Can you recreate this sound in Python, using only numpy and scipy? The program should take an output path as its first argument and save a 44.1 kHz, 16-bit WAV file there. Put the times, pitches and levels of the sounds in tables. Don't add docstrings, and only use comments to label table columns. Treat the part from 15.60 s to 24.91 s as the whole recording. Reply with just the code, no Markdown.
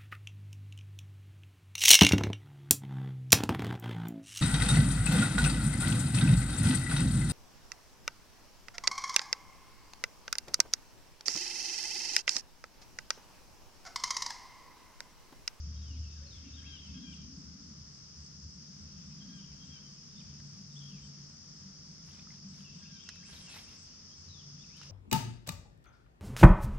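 import sys
import numpy as np
from scipy import signal
from scipy.fft import rfft, irfft, next_fast_len
from scipy.io import wavfile
from scipy.ndimage import uniform_filter1d

SR = 44100
rng = np.random.default_rng(int(sys.argv[2]) if len(sys.argv) > 2 else 0)


def master_out(mix):
    frames = np.transpose(np.atleast_2d(mix))
    ceiling = np.clip(frames, -1, 1)
    pcm = np.round(ceiling * 32767).astype(np.int16)
    wavfile.write(sys.argv[1], SR, pcm)


def volts_from_db(level):
    exponent = np.asarray(level, float) / 20
    return 10 ** exponent


N = 410571

BANK_LAG, BOW_LAG = 3.34, 2.293
OPPOSITE = np.array([[1], [-1]])


def rms_one(x):
    return x / np.sqrt(np.mean(x ** 2) + 1e-20)


def in_time(rows):
    s, *columns = np.transpose(rows)
    return [np.interp(np.arange(N) / SR, s, c) for c in columns]


def in_span(rows, fade_s):
    s, *columns = np.transpose(rows)
    span = slice(int(s[0] * SR), min(int(s[-1] * SR), N))
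    now = np.arange(span.start, span.stop) / SR
    fade = np.clip(np.minimum(now - s[0], s[-1] - now) / fade_s, 0, 1)
    return span, fade, [np.interp(now, s, c) for c in columns]


def drift(rate_hz):
    r = np.exp(-80 * np.pi * rate_hz / SR)
    white = rng.standard_normal(N // 40 + 2002)
    slow = signal.lfilter([1], [1, -2 * r, r * r], white)[2000:]
    return np.interp(np.arange(N) / 40, np.arange(len(slow)), rms_one(slow))


def hump(middle_s, length_s):
    out = np.zeros(N)
    start = max(int((middle_s - length_s / 2) * SR) + 1, 0)
    at = np.arange(start, min(int((middle_s + length_s / 2) * SR), N))
    out[at] = np.cos(np.pi * (at / SR - middle_s) / length_s)
    return out


def band(x, low_hz, high_hz):
    return signal.sosfilt(signal.butter(2, [low_hz, high_hz], "band", fs=SR, output="sos"), x)


def ring(clicks, hz, t60):
    r, w = volts_from_db(-60 / (t60 * SR)), 2 * np.pi * hz / SR
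    return signal.lfilter([0, np.sin(w)], [1, -2 * r * np.cos(w), r * r], clicks + 1e-18)


def colour(x, points):
    size = next_fast_len(N)
    hz = np.maximum(np.fft.rfftfreq(size, 1 / SR), 1)
    point_hz, point_db = np.transpose(points)
    shape_db = np.interp(np.log(hz), np.log(point_hz), point_db, left=-90, right=-90)
    return irfft(rfft(x, size) * volts_from_db(shape_db) * np.sqrt(SR / 2), size)[..., :N]


def pan(x, left_right_db, lag=BANK_LAG):
    late = np.interp(np.arange(N) - lag, np.arange(N), x)
    return np.array([late * volts_from_db(left_right_db / 2), x * volts_from_db(-left_right_db / 2)])


def surround(sources, points):
    size, points = next_fast_len(N), np.array(points)
    hz = np.maximum(np.fft.rfftfreq(size, 1 / SR), 1)
    left_db, right_db, alike = (np.interp(np.log(hz), np.log(points[:, 0]), c) for c in points.T[1:])
    alike = np.clip(alike, 0, 1)
    common, own_left, own_right = rfft(sources, size)
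    late = np.exp(-2j * np.pi * hz * BANK_LAG / SR)
    left = volts_from_db(left_db) * (np.sqrt(alike) * common * late + np.sqrt(1 - alike) * own_left)
    right = volts_from_db(right_db) * (np.sqrt(alike) * common + np.sqrt(1 - alike) * own_right)
    return irfft(np.array([left, right]) * np.sqrt(SR / 2), size)[:, :N]


def chorus():
    # pitch_hz, left_db_per_hz, right_db_per_hz, likeness_0_to_1
    insect_spectrum = [(3600, -130, -132, 0.2), (4050, -108, -111, 0.03), (4380, -97.5, -94.5, 0.43),
                       (4903, -86, -88.5, 0.08), (5120, -86.5, -86, 0.1), (5180, -82, -82.5, .1),
                       (5170, -85, -86, .15), (5655, -85.5, -86.5, 0.41), (6010, -88, -99, 0.53),
                       (6530, -92, -98, 0.26), (6968, -99, -106, 0.57), (7597, -107, -114, 0.7),
                       (8380, -121, -123, 0.13), (8700, -125, -128, 0.3), (9000, -175, -175, .3)]
    # time_s, level_db
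    wood_swell = [(0, 0), (2.5, 1), (5, 1), (7, 1.1), (9.31, 1)]
    strokes = rng.standard_normal((3, N)) * (rng.random((3, N)) < .4)
    throb = np.array([volts_from_db(.5 * drift(15.0) + 0.34 * drift(22.0)) for _ in strokes])
    swell_db, = in_time(wood_swell)
    return volts_from_db(swell_db) * surround(rms_one(strokes * throb), insect_spectrum)


def katydid():
    # middle_s, level_db
    buzzes = [(.46, -85), (.76, -81), (1, -83), (1.27, -82.5), (1.53, -78), (1.8, -79), (2.07, -82),
              (2.36, -77.5), (2.64, -76), (2.94, -77.5), (3.21, -78.5), (3.48, -80), (3.779, -78.5),
              (4.07, -78.5), (4.33, -79), (4.61, -78), (4.89, -76.5), (5.17, -74), (5.46, -73), (5.72, -79),
              (5.98, -77.5), (6.31, -78), (6.57, -76.5), (6.92, -75.5), (7.19, -74.5), (7.45, -79.5),
              (8.21, -72), (8.6, -80.5), (9.03, -83.5)]
    buzz_s, wing_low_hz, wing_high_hz = 0.12, 7680, 7930
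    swell = sum(volts_from_db(db - 3.0) * hump(s, buzz_s) for s, db in buzzes)
    teeth = rng.standard_normal(N) * (rng.random(N) < .1)
    wing = band(band(teeth, wing_low_hz, wing_high_hz), wing_low_hz, wing_high_hz)
    return pan(swell * rms_one(wing), 16.7)


def jay():
    # start_s, length_s, level_db, second_partial_db, its_change_in_first_syllable_db
    cries = [
        (0.967, 0.21, -60.5, -12.5, 1.5),
        (1.341, 0.2, -62, -10.5, -1.5),
        (3.598, 0.22, -68, -7, -9),
        (4.001, 0.2, -66.5, -12.5, -18),
        (7.205, 0.2, -72, 0, 0),
        (7.591, 0.2, -70.5, -2, -2),
    ]
    # share_of_cry, fourth_partial_hz, level_db, third_partial_db
    cry_course = [(0, 3230, -11, -24.5), (.1, 3255, -1.5, -28), (.24, 3250, -5.5, -19),
                  (.31, 3240, -18, -14), (.39, 3250, -16, -14), (.47, 3270, -4.5, -17),
                  (.68, 3220, -3.5, -8.5), (.9, 3140, -3.5, -6), (1, 3100, -11, -7)]
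    flat_by_hz = [0, 0, 10, 35, 20, 20]
    nasal_by_db = [-8, 3, -4, 0, -2, -1]
    out, hoarse, waver = np.zeros(N), volts_from_db(2.8 * drift(32.0)), drift(43.5)
    for cry, flat_hz, nasal_db in zip(cries, flat_by_hz, nasal_by_db):
        s, length_s, cry_db, second_db, opening_db = cry
        rows = [(s + share * length_s, *rest) for share, *rest in cry_course]
        span, fade, (hz, level_db, third_db) = in_span(rows, 0.0022)
        phase = 2 * np.pi * np.cumsum(.25 * (hz - flat_hz) + 5.87 * waver[span]) / SR
        first_syllable = np.linspace(4, -6, len(hz)).clip(0, 1)
        voice = np.sin(4 * phase)
        voice += volts_from_db(second_db - .2 * level_db + opening_db * first_syllable) * np.sin(2 * phase)
        voice += volts_from_db(third_db + nasal_db + .6 * (second_db + 7)) * np.sin(3 * phase)
        voice += volts_from_db(-22) * np.sin(5 * phase)
        out[span] += fade * volts_from_db(cry_db + level_db + 1.0) * hoarse[span] * voice
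    return out


def songbirds():
    # start_s, length_s, from_hz, to_hz, level_db
    slurs = [(0.66, 0.03, 4330, 4270, -70), (0.97, 0.037, 2800, 3050, -76), (.345, .035, 2850, 3450, -77),
             (.265, .055, 3150, 2850, -79), (1.147, 0.034, 3080, 2830, -71), (1.12, 0.037, 3190, 3120, -65),
             (7.39, 0.034, 3150, 3200, -71), (7.39, .03, 2900, 3400, -74), (8.99, 0.04, 3330, 3620, -73),
             (9.035, 0.014, 2943, 2500, -72), (9.093, 0.086, 1950, 3200, -76),
             (8.5, 0.0394, 3100, 3324, -78), (9.205, .03, 3150, 2750, -71), (5.405, .06, 3180, 3120, -77),
             (7.8, .07, 3230, 3200, -76)]
    # start_s, length_s, from_hz, to_hz, level_db
    right_slurs = [
        (.13, 0.019, 2770, 3230, -81.5),
        (0.151, 0.033, 3230, 3280, -74.5),
        (0.229, .11, 3370, 2730, -73.5),
        (0.338, 0.046, 2700, 2000, -77.5),
    ]
    # start_s, length_s, edge_hz, turn_hz, level_db
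    arches = [
        (0.548, 0.097, 1900, 1480, -78.5),
        (0.929, 0.0502, 3300, 3740, -64),
        (.61, 0.0746, 510, 550, -72.5),
    ]
    # start_s, level_db
    falls = [
        (1.146, -75),
        (6.925, -77),
        (7.345, -69),
        (7.748, -64),
    ]
    # start_s, length_s, level_db
    hooks = [(0.434, 0.1, -76), (0.847, 0.09, -74), (1.259, 0.106, -75.5), (7.045, 0.065, -68.5),
             (7.452, 0.13, -70.5), (7.868, 0.1, -66)]
    # start_s, length_s, level_db
    rises = [
        (0.604, 0.068, -77),
        (1.017, .07, -64.5),
        (7.216, 0.056, -66.5),
        (7.618, .06, -65),
        (8.032, 0.062, -69),
    ]
    # start_s, chip_count, pitch_hz, level_db
    trills = [(.163, 4, 3750, -73), (.335, 1, 4000, -75), (.74, 1, 4300, -72), (.497, 4, 3700, -75),
              (.955, 1, 1400, -74), (1.525, 1, 2950, -62), (3.782, 1, 3050, -70), (3.835, 1, 3050, -72),
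              (5.11, 2, 3700, -75), (8.005, 1, 4100, -69), (1.525, 1, 3600, -71), (1.556, 1, 4000, -73),
              (1.16, 2, 3600, -71), (.745, 1, 2300, -74)]
    # time_s, pitch_hz, level_db
    whistles = [
        [(.705, 4050, -76.5), (.725, 3696, -70), (.745, 3480, -73), (.772, 3320, -67), (.79, 3090, -72)],
        [(4.56, 3341, -78), (4.572, 3600, -66), (4.598, 3610, -73), (4.61, 2650, -72), (4.625, 2000, -75.5)],
        [(5.153, 3050, -68), (5.165, 3330, -65.5), (5.19, 3600, -66), (5.205, 3270, -73), (5.25, 3235, -72.5),
         (5.285, 3270, -69.5), (5.32, 2920, -70), (5.35, 2600, -79), (5.39, 2260, -80)],
        [(8.683, 4320, -69.5), (8.695, 3870, -68), (8.725, 3978, -74.5), (8.75, 3630, -70.5),
         (8.775, 3414, -80), (8.803, 3390, -67.5), (8.822, 2870, -79)],
    ]
    u = np.linspace(0, 1, 9)
    notes = []
    for s, d, a, b, db in slurs:
        notes.append((s, d, a + (b - a) * u, db + 7 * (u - .5), 19, False))
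    for s, db in falls:
        notes.append((s, .035, 3500 + (4600 - 3500) * np.exp(-u * .035 / 0.012), db, 7, True))
    for s, d, db in rises:
        notes.append((s, d, 2783 - (2783 - 1200) * (1 - u) ** 2, db + 13 * (u - 1), 7, True))
    for s, d, a, b, db in right_slurs:
        notes.append((s, d, a + (b - a) * u, db, -8.5, False))
    for s, d, a, b, db in arches:
        notes.append((s, d, a + (b - a) * np.sin(np.pi * u), db, 8.5, False))
    for s, d, db in hooks:
        notes.append((s, d, 2610 + (2950 - 2610) * np.exp(-u * d / 0.014), db + 8 * (.5 - u), 5.5, False))
    for s, chip_count, hz, db in trills:
        for k in range(chip_count):
            notes.append((s + .026 * k, .016, hz + 220 - 480 * u, db, 9, False))
    paths = [(np.c_[s + u * d, hz, db + 0 * u], side_db, rasps) for s, d, hz, db, side_db, rasps in notes]
    paths += [(rows, 15, True) for rows in whistles]

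    out, waver, burr = np.zeros((2, N)), drift(80.0), volts_from_db(2.5 * np.tanh(drift(55.0)))
    rasp = 1 + .7 * drift(150)
    for rows, side_db, rasps in paths:
        span, fade, (hz, level_db) = in_span(rows, 0.0026)
        phase = 2 * np.pi * np.cumsum(hz + 28 * waver[span]) / SR
        note = np.sin(phase) * volts_from_db(level_db + 5.5) * fade * burr[span]
        if rasps:
            note = note * rasp[span]
        out[:, span] += note * volts_from_db(OPPOSITE * side_db / 2)
    return out


def far_flock():
    # middle_s, length_s, level_db
    bouts = [(0.448, 1.6, -74), (1.18, 1.1, -66), (3.899, 2.32, -72), (4.602, 0.36, -79),
             (5.347, 0.554, -70.5), (7.32, 1.17, -67.5), (8.006, 1.4, -73), (9.1, 1.3, -73.5)]
    sweeps = [hz + 600 * np.tanh(drift(60.0)) for hz in (2700, 3100, 3400)]
    voices = [np.sin(2 * np.pi * np.cumsum(hz) / SR) * np.clip(drift(17.0) + .5, 0, 1.5) for hz in sweeps]
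    return sum(volts_from_db(db) * hump(s, length_s) for s, length_s, db in bouts) * rms_one(sum(voices))


def banks(x, delay_s, t60):
    t = np.arange(SR) / SR
    build_up = np.clip((t - delay_s) / 0.044, 0, 1)
    scatter = rng.standard_normal((2, SR)) * volts_from_db(-60 * t / t60) * build_up
    scatter /= np.sqrt(np.sum(scatter ** 2, axis=1, keepdims=True))
    return signal.fftconvolve(scatter, x[None], axes=1)[:, :N]


def cast():
    # middle_s, length_s, line_db, sleeve_db, top_db
    strokes = [(4.966, 0.23, -96, -75.5, -88.5), (5.24, 0.61, -91.5, -90, -88.5),
               (6.49, 0.14, -86, -79.5, -84.5), (6.567, 0.26, -89.5, -70, -90),
               (6.732, 0.226, -95.5, -74, -92), (6.992, 0.198, -84, -75, -83.5),
               (7.759, 0.31, -74.5, -63.5, -82), (7.956, 0.24, -73.5, -58, -72),
               (8.12, 0.195, -85, -69.5, -79), (8.236, 0.13, -78, -80, -89),
               (9.176, 0.069, -84.5, -73, -82), (9.249, 0.19, -87.5, -66.5, -83)]
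    # pitch_hz, level_db_per_hz
    line_hiss = [(5000, -25), (6500, -2), (8200, 1), (10000, -16), (11000, -38)]
    # pitch_hz, level_db_per_hz
    top_hiss = [(7500, -14), (9000, 3), (10300, -0.5), (12500, -7), (14000, -14), (15500, -27)]
    # pitch_hz, level_db_per_hz
    sleeve_rustle = [(250, 13.5), (450, 10.5), (1400, 11), (2000, 12), (2800, 9)]
    # pitch_hz, level_db_per_hz
    sleeve_swish = [(1500, -31), (2200, 3.5), (3400, 10), (4500, 9), (6000, -30)]
    gains = np.zeros((4, N))
    for s, length_s, line_db, sleeve_db, top_db in strokes:
        stroke = hump(s, length_s)
        moving = np.flatnonzero(stroke)
        speed = stroke[moving]
        gains[0, moving] += volts_from_db(line_db) * speed
        gains[1, moving] += volts_from_db(top_db) * speed ** 2.4
        gains[2, moving] += volts_from_db(sleeve_db - 3.5) * speed ** 1.86
        gains[3, moving] += volts_from_db(sleeve_db) * speed ** 1.86
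    white = rng.standard_normal((2, 2, N))
    # spectrum, band that sets its level (Hz, Hz), trim dB, left minus right dB
    layers = [(line_hiss, 8200, 10000, 1.5, -9), (top_hiss, 10500, 14000, 1.5, -6),
              (sleeve_rustle, 400, 1400, -.5, 1.5), (sleeve_swish, 3450, 4200, -1.5, 3)]
    out = np.zeros((2, N))
    for k, (spectrum, low_hz, high_hz, trim_db, side_db) in enumerate(layers):
        near, stray = colour(white[k % 2], spectrum)
        clumps = volts_from_db(trim_db + 2.6 * drift(40.0))
        gain = gains[k] * clumps / band(near, low_hz, high_hz).std()
        out += pan(gain * near, side_db, BOW_LAG) + 0.5 * gain * stray * OPPOSITE
    return out


def rod_tip():
    # middle_s, length_s, full_speed_hz, level_db, loss_through_whip_db
    whips = [
        (7.762, 0.235, 11600, -61, 2),
        (7.98, 0.2, 12300, -59, 10),
        (7.775, .22, 8800, -65, 0),
        (7.97, .16, 9600, -66, 5),
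        (8.235, .1, 8500, -76, 0),
        (8.125, .07, 8900, -74, 0),
    ]
    rest_hz, width_hz = 6500, 1000
    out, white = np.zeros((2, N)), rng.standard_normal(N + SR)
    wide = rms_one(band(band(white, 20, width_hz), 20, width_hz))
    for k, (s, length_s, full_hz, db, loss_db) in enumerate(whips):
        speed = hump(s, length_s)
        at = np.flatnonzero(speed)
        hz = rest_hz + (full_hz - rest_hz) * speed[at] ** 1.3
        tilt_db = -10 * np.log2(hz / rest_hz)
        level_db = db + tilt_db - loss_db * (at / SR - s) / length_s
        onset = np.clip(speed[at] / 0.254, 0, 1)
        flutter = wide[at + k * SR // 5 - [[0], [SR]]]
        out[:, at] += volts_from_db(level_db) * onset * flutter * np.sin(2 * np.pi * np.cumsum(hz) / SR)
    off_water = .45 * out[1] * OPPOSITE
    return volts_from_db(1.5) * (pan(out[0], -8.0, BOW_LAG) + off_water)


def reel():
    # start_s, bright_tick_peak_db, body_db, left_minus_right_db
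    clicks = [
        (4.799, -76.5, -63.5, -0.5),
        (6.5104, -69, -77.5, -5.0),
        (7, -63, -80, -1),
        (7.4881, -70, -44.5, -4),
        (7.557, -52, -66, -7),
        (9.1668, -48.5, -87.5, -7.5),
        (9.214, -64.5, -58, -7),
        (9.2319, -52.5, -63, -8.5),
    ]
    # start_s, peak_db
    guide_ticks = [(6.4697, -64.5), (6.5444, -67), (6.6244, -68.5), (6.7206, -69), (6.7643, -70),
                   (6.9094, -63.5), (6.9392, -70), (6.9594, -65), (7.0494, -66.5)]
    # pitch_hz, level_db, t60_s
    reel_modes = [(1680, 10.5, 0.0045), (2000, -0.5, 0.004), (2950, 0.5, 0.0051), (4080, 8, 0.0033),
                  (5340, 11, 0.0042), (6540, -14, 0.0053)]
    out, t = np.zeros((2, N)), np.arange(1200) / SR
    for s, tick_db, body_db, side_db in clicks + [(s, db + 4.5, -99, -7) for s, db in guide_ticks]:
        snap = band(rng.standard_normal(1200) * volts_from_db(-60 * t / 0.011), 6000, 11200)
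        rattle = 0.37 * rng.standard_normal(1200) * volts_from_db(-60 * t / 0.039) * (rng.random(1200) < .1)
        rattle[round(.0008 * SR)] = 1
        body = sum(volts_from_db(db) * ring(rattle, hz, t60) for hz, db, t60 in reel_modes)
        click = volts_from_db(tick_db - 6) * snap + volts_from_db(body_db + 1.0) * band(body, 1770, 8100)
        at = round((s + 0.001166) * SR)
        out[:, at:at + 1200] += click * volts_from_db(OPPOSITE * side_db / 2)
    return out


def taps():
    # start_s, peak_db, pitch_hz, t60_s
    handle_taps = [(6.487, -50, 2800, .012), (6.511, -47, 3180, .012), (6.535, -51, 3400, .012),
                   (6.548, -47, 3050, .015), (6.5944, -44, 3500, .015), (6.5944, -46, 2520, 0.017),
                   (6.6707, -48, 1290, .03), (6.7046, -47, 2070, 0.041), (6.7046, -58, 2500, .01),
                   (6.746, -54, 3200, .01), (6.784, -52, 2700, .008), (6.846, -57, 2400, .01),
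                   (6.945, -55, 2300, .015), (7.0074, -43, 3150, 0.0096), (7.9884, -40, 3200, .012),
                   (7.96, -52, 1700, .03), (7.985, -46, 2250, .03), (9.214, -42, 1350, .012),
                   (9.216, -50, 905, 0.017)]
    out = np.zeros(N + 3000)
    for s, db, hz, t60 in handle_taps:
        at = round(s * SR)
        out[at:at + 3000] += ring(np.r_[volts_from_db(db - 4.5), np.zeros(2999)], hz, t60)
    return pan(out[:N], -2, BOW_LAG)


def knock():
    # start_s, thud_db, hollow_db
    footsteps = [
        (3.66, -68, -72),
        (4.8, -45, -73),
        (9.297, -45, -54),
    ]
    # pitch_hz, t60_s
    deck_modes = [
        (115, 0.084),
        (530, 0.12),
    ]
    steps = np.zeros((2, N))
    steps[:, [round(row[0] * SR) for row in footsteps]] = volts_from_db(np.array(footsteps)[:, 1:].T)
    return sum(ring(step, hz, t60) for step, (hz, t60) in zip(steps, deck_modes))


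def hull():
    # start_s, peak_db, pitch_hz
    thumps = [(2.936, -57, 64), (3.164, -53, 88), (3.222, -52, 83.4), (3.339, -51, 80), (3.454, -51.5, 80),
              (3.894, -49, 61.9), (4.079, -49, 83.1), (4.637, -59, 108), (4.637, -51, 64.6),
              (4.772, -50, 86.1), (4.911, -49.5, 108), (5.013, -54, 108), (5.416, -48, 61.9),
              (5.686, -55, 83.4), (5.985, -52, 87.4), (6.158, -65, 88.8), (6.47, -55, 83.4),
              (6.726, -61, 108), (6.731, -55, 96.9), (6.851, -56, 109), (7.12, -54, 101),
              (7.246, -54, 91.5), (7.532, -55, 94), (7.712, -51, 75.4), (7.949, -56, 94.2),
              (8.174, -53, 88.8), (8.426, -65, 82), (8.582, -47, 86.1), (8.911, -61, 96),
              (9.057, -56, 88.8)]
    # middle_s, length_s, pitch_hz, level_db
    booms = [(3.35, 0.092, 184, -54), (3.8, 0.1, 192, -52.5), (4.87, 0.068, 180, -50),
             (5.34, 0.096, 189, -48), (6.08, .14, 191, -48.5), (6.3, 0.072, 166, -48),
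             (6.44, 0.12, 165.6, -50.5), (6.871, 0.093, 195, -44.5), (7.0, 0.19, 197.4, -52),
             (7.17, .08, 173, -48.5), (7.85, 0.11, 179.7, -53.5), (1.5, .14, 200.2, -48),
             (3.22, 0.13, 204, -52.5), (3.47, 0.088, 200, -55), (5.47, .12, 200, -51.5),
             (7.35, .12, 200, -54), (2.2, 0.13, 140, -49)]
    out, t = np.zeros(N), np.arange(N) / SR
    lumps = [(s + 0.0297, 0.095, hz, db - 3) for s, db, hz in thumps] + booms
    for s, length_s, hz, db in lumps:
        at = slice(max(int((s - length_s) * SR), 0), int((s + length_s) * SR))
        out[at] += volts_from_db(db) * hump(s, length_s)[at] ** 2 * np.sin(2 * np.pi * hz * (t[at] - s))
    return pan(out, .7) + .1 * np.roll(out, round(0.0038 * SR)) * OPPOSITE


def throbbing(hz, steady, rate_hz):
    phase = 2 * np.pi * np.cumsum(hz) / SR
    return rms_one((steady + drift(rate_hz)) * np.sin(phase) + drift(rate_hz) * np.cos(phase))


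def engine():
    # time_s, level_db
    load_course = [(0.0, -71.5), (0.07, -53.5), (0.47, -58), (0.52, -61), (1.09, -55), (1.11, -63.5),
                   (1.3, -49.5), (2.38, -57), (3.86, -52), (4.51, -62.5), (4.61, -54.5), (6.79, -56.5),
                   (6.84, -52.5), (7.45, -60), (7.62, -60.5), (8.22, -65), (8.92, -60), (9.31, -64)]
    # time_s, pitch_hz
    firing_pitch = [(0, 74.3), (1.5, 76.1), (3.5, 77.27), (5.5, 85.76), (9.31, 86.1)]
    # middle_s, level_db
    firing_swells = [(.14, -58), (.27, -44), (.41, -42.5), (.6, -57), (.75, -51), (.92, -56), (1.07, -54),
                     (1.33, -54), (1.49, -60), (1.65, -50), (1.758, -57), (2.09, -59), (2.45, -70),
                     (2.6, -54.5), (2.74, -62), (1.88, -58), (2.22, -49), (2.87, -48), (3.25, -52.5),
                     (4.69, -57), (7.52, -83), (8.69, -58)]
    # time_s, level_db
    second_course = [(0, -69), (1.3, -60), (3.3, -62), (3.6, -58), (4.4, -61), (4.6, -55.5), (5.5, -54),
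                     (5.65, -60), (7.35, -61.5), (7.5, -71), (8.5, -71), (8.7, -57.5), (9.31, -59.5)]
    # middle_s, length_s, level_db
    rev_bursts = [(0.343, 0.16, -52.5), (0.886, 0.25, -48.5), (1.115, 0.29, -54.5), (1.422, 0.278, -45),
                  (1.755, 0.4, -51), (2.046, 0.31, -53), (7.72, 0.24, -73), (2.893, 0.87, -63),
                  (3.66, 0.27, -52), (4.066, 0.21, -53.5)]
    t, load = np.arange(N) / SR, volts_from_db(in_time(load_course)[0])

    firing = volts_from_db(-43 - 12.5 * t)
    firing += volts_from_db(-69.5 + 4 * np.sin(2 * np.pi * 5.9 * t + 3 * np.sin(1.675 * t)))
    firing += sum(volts_from_db(db) * hump(s, 0.12) ** 2 for s, db in firing_swells)
    tone = firing * throbbing(in_time(firing_pitch)[0], steady=2.06, rate_hz=10.2)
    growl_noise = band(band(rng.standard_normal(N), 88.7, 124.8), 88.7, 124.8)
    growl = volts_from_db(-11.5) * firing * rms_one(growl_noise)

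    second = volts_from_db(in_time(second_course)[0]) * throbbing(np.full(N, 143.8), steady=2.13, rate_hz=5.9)
    third_entry = np.clip((t - 4.13) / 0.28, 0, 1)
    third = volts_from_db(-71.5) * third_entry * throbbing(np.full(N, 233.44), steady=1.4, rate_hz=1.5)

    white = rng.standard_normal((2, 2, N)) * [[1], [.25]]
    low = band(band(white[0], 144.2, 208.0), 142.0, 238.0)
    top = band(band(white[1], 208.0, 278.0), 213.0, 319)
    surge = volts_from_db(-59.5) * hump(7.66, 0.25)
    low_gain = load * volts_from_db(-2 + 1.82 * drift(1.0)) + surge
    revs = sum(volts_from_db(db - 8) * hump(s, length_s) for s, length_s, db in rev_bursts)
    top_gain = load * volts_from_db(-24.5) + revs
    mid, side = low_gain * low / low[0].std() + top_gain * top / top[0].std()
    return pan(tone + growl + second + third + mid, 1.0) + side * OPPOSITE


def air():
    # pitch_hz, left_db_per_hz, right_db_per_hz, likeness_0_to_1
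    air_spectrum = [(27.2, -101, -100, 0.7), (46, -85.5, -84.5, 0.85), (85, -85.5, -86, 0.85),
                    (120, -83.5, -86, 0.9), (323, -95, -92, 0.35), (648, -105, -102, 0.22),
                    (835, -106, -104, 0.26), (1252, -99, -100, 0.33), (2330, -104, -110, 0.4),
                    (3600, -100, -108, 0), (4030, -105, -110, 0.8), (8300, -122, -122, 0.4),
                    (10084, -121, -118, 0.7), (10690, -125.5, -125.5, 0), (13700, -125, -123.5, 0.1),
                    (12760, -175, -175, .2)]
    return surround(rng.standard_normal((3, N)) * volts_from_db(.6 * drift(2.5)), air_spectrum)


def scene():
    cries, notes = jay(), songbirds()
    song = notes.mean(axis=0)
    echoes = volts_from_db(5.0) * banks(band(cries, 2300, 6100), 0.053, 0.41)
    echoes += volts_from_db(-3.5) * banks(song, 0.0051, 0.8)
    echoes += volts_from_db(-6) * banks(song, 0, .08) * volts_from_db([[2], [-4]])
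    flock = banks(far_flock(), .001, 0.23) * volts_from_db([[3], [-3.5]])
    birds = pan(cries, 22.8) + notes + echoes + flock
    angler = cast() + rod_tip() + reel() + taps() + knock()
    return chorus() + katydid() + birds + angler + hull() + engine() + air()


def low_pass(x):
    return signal.sosfilt(signal.butter(12, 15900, fs=SR, output="sos"), x)


def record(dry):
    # low_hz, high_hz, dropped_under_db
    treble_bands = [
        (12850, 13700, -98.5),
        (13700, 14700, -94.5),
        (14700, 15900, -96),
    ]
    size = next_fast_len(N)
    spectrum, hz, out = rfft(dry, size), np.fft.rfftfreq(size, 1 / SR), dry.copy()
    for low_hz, high_hz, gate_db in treble_bands:
        top = irfft(spectrum * ((hz >= low_hz) & (hz < high_hz)), size)[:, :N]
        faint = uniform_filter1d(np.mean(top ** 2, axis=0), size=1024) < volts_from_db(2 * gate_db)
        out -= top * uniform_filter1d(faint * 1.0, size=512)
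    return low_pass(out)


dry = scene()
out = record(dry)
master_out(out)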